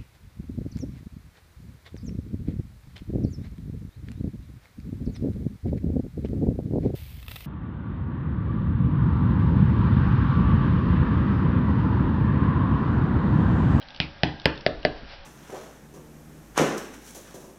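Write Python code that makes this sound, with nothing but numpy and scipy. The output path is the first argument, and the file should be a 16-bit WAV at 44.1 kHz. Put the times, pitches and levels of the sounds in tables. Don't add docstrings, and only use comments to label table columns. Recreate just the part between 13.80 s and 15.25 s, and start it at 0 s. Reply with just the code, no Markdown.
import sys
import numpy as np
from scipy import signal
from scipy.fft import rfft, irfft, next_fast_len
from scipy.io import wavfile

SR = 44100
rng = np.random.default_rng(int(sys.argv[2]) if len(sys.argv) > 2 else 0)


def put_to_file(sound):
    columns = np.atleast_2d(sound).T
    safe = np.clip(columns, -1, 1)
    whole_steps = np.round(safe * 32767)
    wavfile.write(sys.argv[1], SR, whole_steps.astype(np.int16))


N = 63945

# start in seconds, lap thud in dB, sole in dB, sole pitch in Hz, rim in dB,
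# hammer clack in dB, clack pitch in Hz, tack ring in dB, crack in dB.
HAMMER_HITS = [(0.2013, -14.5, -19, 735, -44, -18, 1625, -10, -27.5),
               (0.4337, -9.5, -6, 705, -42, -12.5, 1672, -9, -19),
               (0.6563, -11, -2.5, 553.5, -12.5, -7, 1706, -4.5, -21),
               (0.8638, -17.5, -0.5, 622, -44.5, -10, 1737, -13, -26.5),
               (1.0504, -17.5, 0, 642, -20, -9, 1700, -16.5, -27)]


def hammer():
    return sum(delayed(blow(index, *hit), start) for index, (start, *hit) in enumerate(HAMMER_HITS))


# frequency in Hz, level in dB, ring time to -60 dB in seconds.
LAP_MODES = [(74.6, -8.5, 0.067), (143, 2, 0.034), (313, -17, 0.025)]
RIM_MODES = [(878, -1.5, 0.027), (994, -3.5, .018)]
TACK_MODES = [(2423, -2, 0.0054), (3050, 0, 0.0078), (3554, -1.5, 0.0072), (3962, -4.5, .007),
              (4980, -5.5, 0.0056)]
# multiple of the hit's pitch, level in dB, ring time to -60 dB in seconds.
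SOLE_MODES = [(.38, -12.5, .016), (.68, -3, 0.0083), (1.0, 1.5, 0.014), (1.17, -9.5, 0.017)]
CLACK_MODES = [(1.0, 1.5, 0.0091), (1.2, 1.5, 0.012), (1.44, -8, 0.0078), (1.93, -8.5, 0.002),
               (2.7, -6, 0.0074)]
# frequency in Hz, level in dB.
BUZZ_EQ = [(1200, -24.5), (2000, -9), (2400, 2), (2950, -4), (3800, -6), (5000, -15.5), (7000, -25)]
CRACK_EQ = [(200, -4.5), (600, -5), (1100, -3), (1800, 1), (3200, 1), (5000, -4), (7000, -13)]


def blow(index, thud_db, sole_db, sole_hz, rim_db, clack_db, clack_hz, tack_db, crack_db):
    sink_db = 9
    crack_send_db = 15.5
    thud = amp(thud_db) * rise(seconds=0.0014) * ring(LAP_MODES)
    knock = amp(sole_db) * ring(SOLE_MODES, sole_hz) + amp(rim_db) * ring(RIM_MODES)
    sole = rise(seconds=0.00079) * knock
    steel = amp(clack_db) * ring(CLACK_MODES, clack_hz) + amp(tack_db) * ring(TACK_MODES)
    buzz = amp(-27.5 - sink_db * index) * fade(t60=0.21) * noise(BUZZ_EQ)
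    crack = amp(crack_db) * fade(t60=0.014) * noise(CRACK_EQ)
    body = thud - sole - steel
    return body + buzz + crack + workshop(body + amp(crack_send_db) * crack)


def ring(modes, pitch=1):
    return sum((-1) ** k * amp(db) * fade(t60) * np.sin(2 * np.pi * hz * pitch * clock())
               for k, (hz, db, t60) in enumerate(modes))


# start in seconds, level in dB.
TICK_CUES = [(0.0165, -35), (0.0262, -32), (0.0864, -33), (0.1053, -32.5), (0.1467, -30.5), (0.1622, -30),
             (0.1749, -36.5), (0.5987, -32.5), (0.6174, -33.5), (0.644, -34.5), (0.7567, -33.5),
             (0.7767, -30), (0.8096, -29.5), (1.0302, -33)]
# frequency in Hz, level in dB.
TICK_EQ = [(300, -29), (2300, -8.5), (3050, 3.5), (3800, 0.5), (5200, -6), (7000, -5.5)]


def tool_ticks():
    envelope = sum(amp(db) * delayed(fade(t60=0.014), start) for start, db in TICK_CUES)
    clicks = noise(TICK_EQ) * envelope
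    return clicks + workshop(clicks)


# peak time in seconds, half length in seconds, level in dB.
SLEEVE_CUES = [(1.18, .025, -47.5), (1.322, 0.053, -43.5)]
# frequency in Hz, level in dB.
CLOTH_EQ = [(80, -0.5), (350, -15), (620, 2), (1100, -6), (1700, -4.5), (3000, -4), (5000, -8), (7000, -13)]
BUMP_EQ = [(60, -20), (130, -1.5), (200, -7), (300, -9), (900, -44), (3000, -65.5)]


def sleeve_and_shoe():
    rustle = noise(CLOTH_EQ) * sum(swell(*cue) for cue in SLEEVE_CUES)
    bump = noise(BUMP_EQ) * swell(peak_s=1.24, half_s=0.021, db=-45)
    return rustle + bump


# delay in seconds, level in dB.
EARLY_ECHOES = [(.0045, -31.5), (.0098, -24.5), (0.0177, -35.5)]
# frequency in Hz, gain in dB, ring time to -60 dB in seconds.
STANDING_WAVES = [(70.7, 5, .25), (118.8, -1, 0.13), (144, -1, 0.31), (172, -0.5, 0.31), (258.5, 6.5, 0.2),
                  (310, 8.5, .36), (429.5, -1.5, 0.24), (585, -7, 0.27), (742.5, -2.5, 0.23)]
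# frequency in Hz, time to -60 dB in seconds.
TAIL_DECAY = [(100, 0.62), (600, 0.41), (2000, 0.35), (5000, 0.41)]
# frequency in Hz, level in dB relative to the direct sound.
TAIL_EQ = [(60, -14.5), (150, -10), (350, -4), (650, -11), (1100, -3.5), (2000, -15.5), (3200, -16),
           (5000, -17)]


def workshop(sound):
    hz, t, bands = signal.stft(rng.standard_normal(N), SR, nperseg=256)
    t60 = along(TAIL_DECAY, hz)[:, None]
    equal_energy = np.sqrt(2 * np.log(1000) / (t60 * SR))
    decay = np.exp(-np.log(1000) * t / t60) * equal_energy
    tail = signal.istft(bands * decay, SR, nperseg=256)[1][:N]
    tail = equalise(tail, TAIL_EQ)
    scatter = amp(-18.5) * unit(rng.standard_normal(N) * fade(t60=0.07)) / np.sqrt(N)
    boom = sum(amp(db) * 2 * np.log(1000) / (life * SR) * fade(life) * np.cos(2 * np.pi * f * clock())
               for f, db, life in STANDING_WAVES)
    response = delayed(tail + scatter + boom, EARLY_ECHOES[0][0])
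    slaps = sum(amp(db) * delayed(sound, delay) for delay, db in EARLY_ECHOES)
    return signal.fftconvolve(sound, response)[:N] + slaps


# frequency in Hz, level in dB.
AIR_EQ = [(25, 5), (60, 5), (110, -1), (250, -2.5), (420, -12), (565, -3), (660, -4.5), (810, -1),
          (1050, -9), (1350, -6.5), (1580, -4), (2000, -8.5), (3100, -9), (5200, -14), (7000, -13.5)]
RUMBLE_EQ = [(10, -4.5), (22, -4), (31, -6.5), (42, -4), (70, -14.5), (150, -43), (500, -81.5)]
# time in seconds, level in dB.
RUMBLE_RIDE = [(0, -60), (.2, -66), (.6, -54.5), (.85, -59), (.98, -38.5), (1.1, -43.5), (1.25, -46),
               (1.44, -50)]
# centre in Hz, width in Hz, level in dB.
WHINE_BANDS = [(562, 4.3, -60.5), (827, 20, -70.5), (1616, 15, -62)]


def room_tone():
    whine = 0
    for centre, width, db in WHINE_BANDS:
        band = filtered(rng.standard_normal(N), lambda hz: 1 / (1 + (2 * (hz - centre) / width) ** 2))
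        whine += amp(db) * unit(band)
    air = amp(-46.5) * noise(AIR_EQ)
    rumble_db = np.interp(clock(), *np.transpose(RUMBLE_RIDE))
    return air + whine + amp(rumble_db) * noise(RUMBLE_EQ)


def amp(db):
    return 10 ** (np.asarray(db) / 20)


def unit(x):
    return x / np.sqrt(np.mean(x ** 2) + 1e-20)


def along(points, hz):
    freqs, values = np.transpose(points)
    return np.interp(np.log(hz + 1), np.log(freqs + 1), values)


def clock():
    return np.arange(N) / SR


def rise(seconds):
    return 1 - np.exp(-clock() / seconds)


def fade(t60):
    return np.exp(-np.log(1000) * clock() / t60)


def swell(peak_s, half_s, db):
    return amp(db) * np.exp(-((clock() - peak_s) / half_s) ** 2)


def delayed(x, seconds):
    return np.pad(x, (max(round(seconds * SR), 0), 0))[:N]


def filtered(x, response):
    size = next_fast_len(N + SR // 2)
    return irfft(rfft(x, size) * response(np.fft.rfftfreq(size, 1 / SR)), size)[:N]


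def equalise(x, eq):
    return filtered(x, lambda hz: amp(along(eq, hz)))


def noise(eq):
    return unit(equalise(rng.standard_normal(N), eq))


def scene():
    return (hammer() + tool_ticks() + sleeve_and_shoe() + room_tone())[None]


# frequency in Hz, gain in dB.
RECORDER_EQ = [(4700, 0), (5250, -0.5), (5650, -4.5), (5950, -13.5), (6400, -45.5), (7000, -85)]


def record(dry):
    saturation_level, clip_level, top_hz = 0.64, 0.65, 16800
    saturated = dry[0] / (1 + np.abs(dry[0] / saturation_level) ** 6) ** (1 / 6)
    clipped = np.clip(equalise(saturated, RECORDER_EQ), -clip_level, clip_level)
    return filtered(clipped, lambda hz: hz < top_hz)[None]


dry = scene()
out = record(dry)
put_to_file(out)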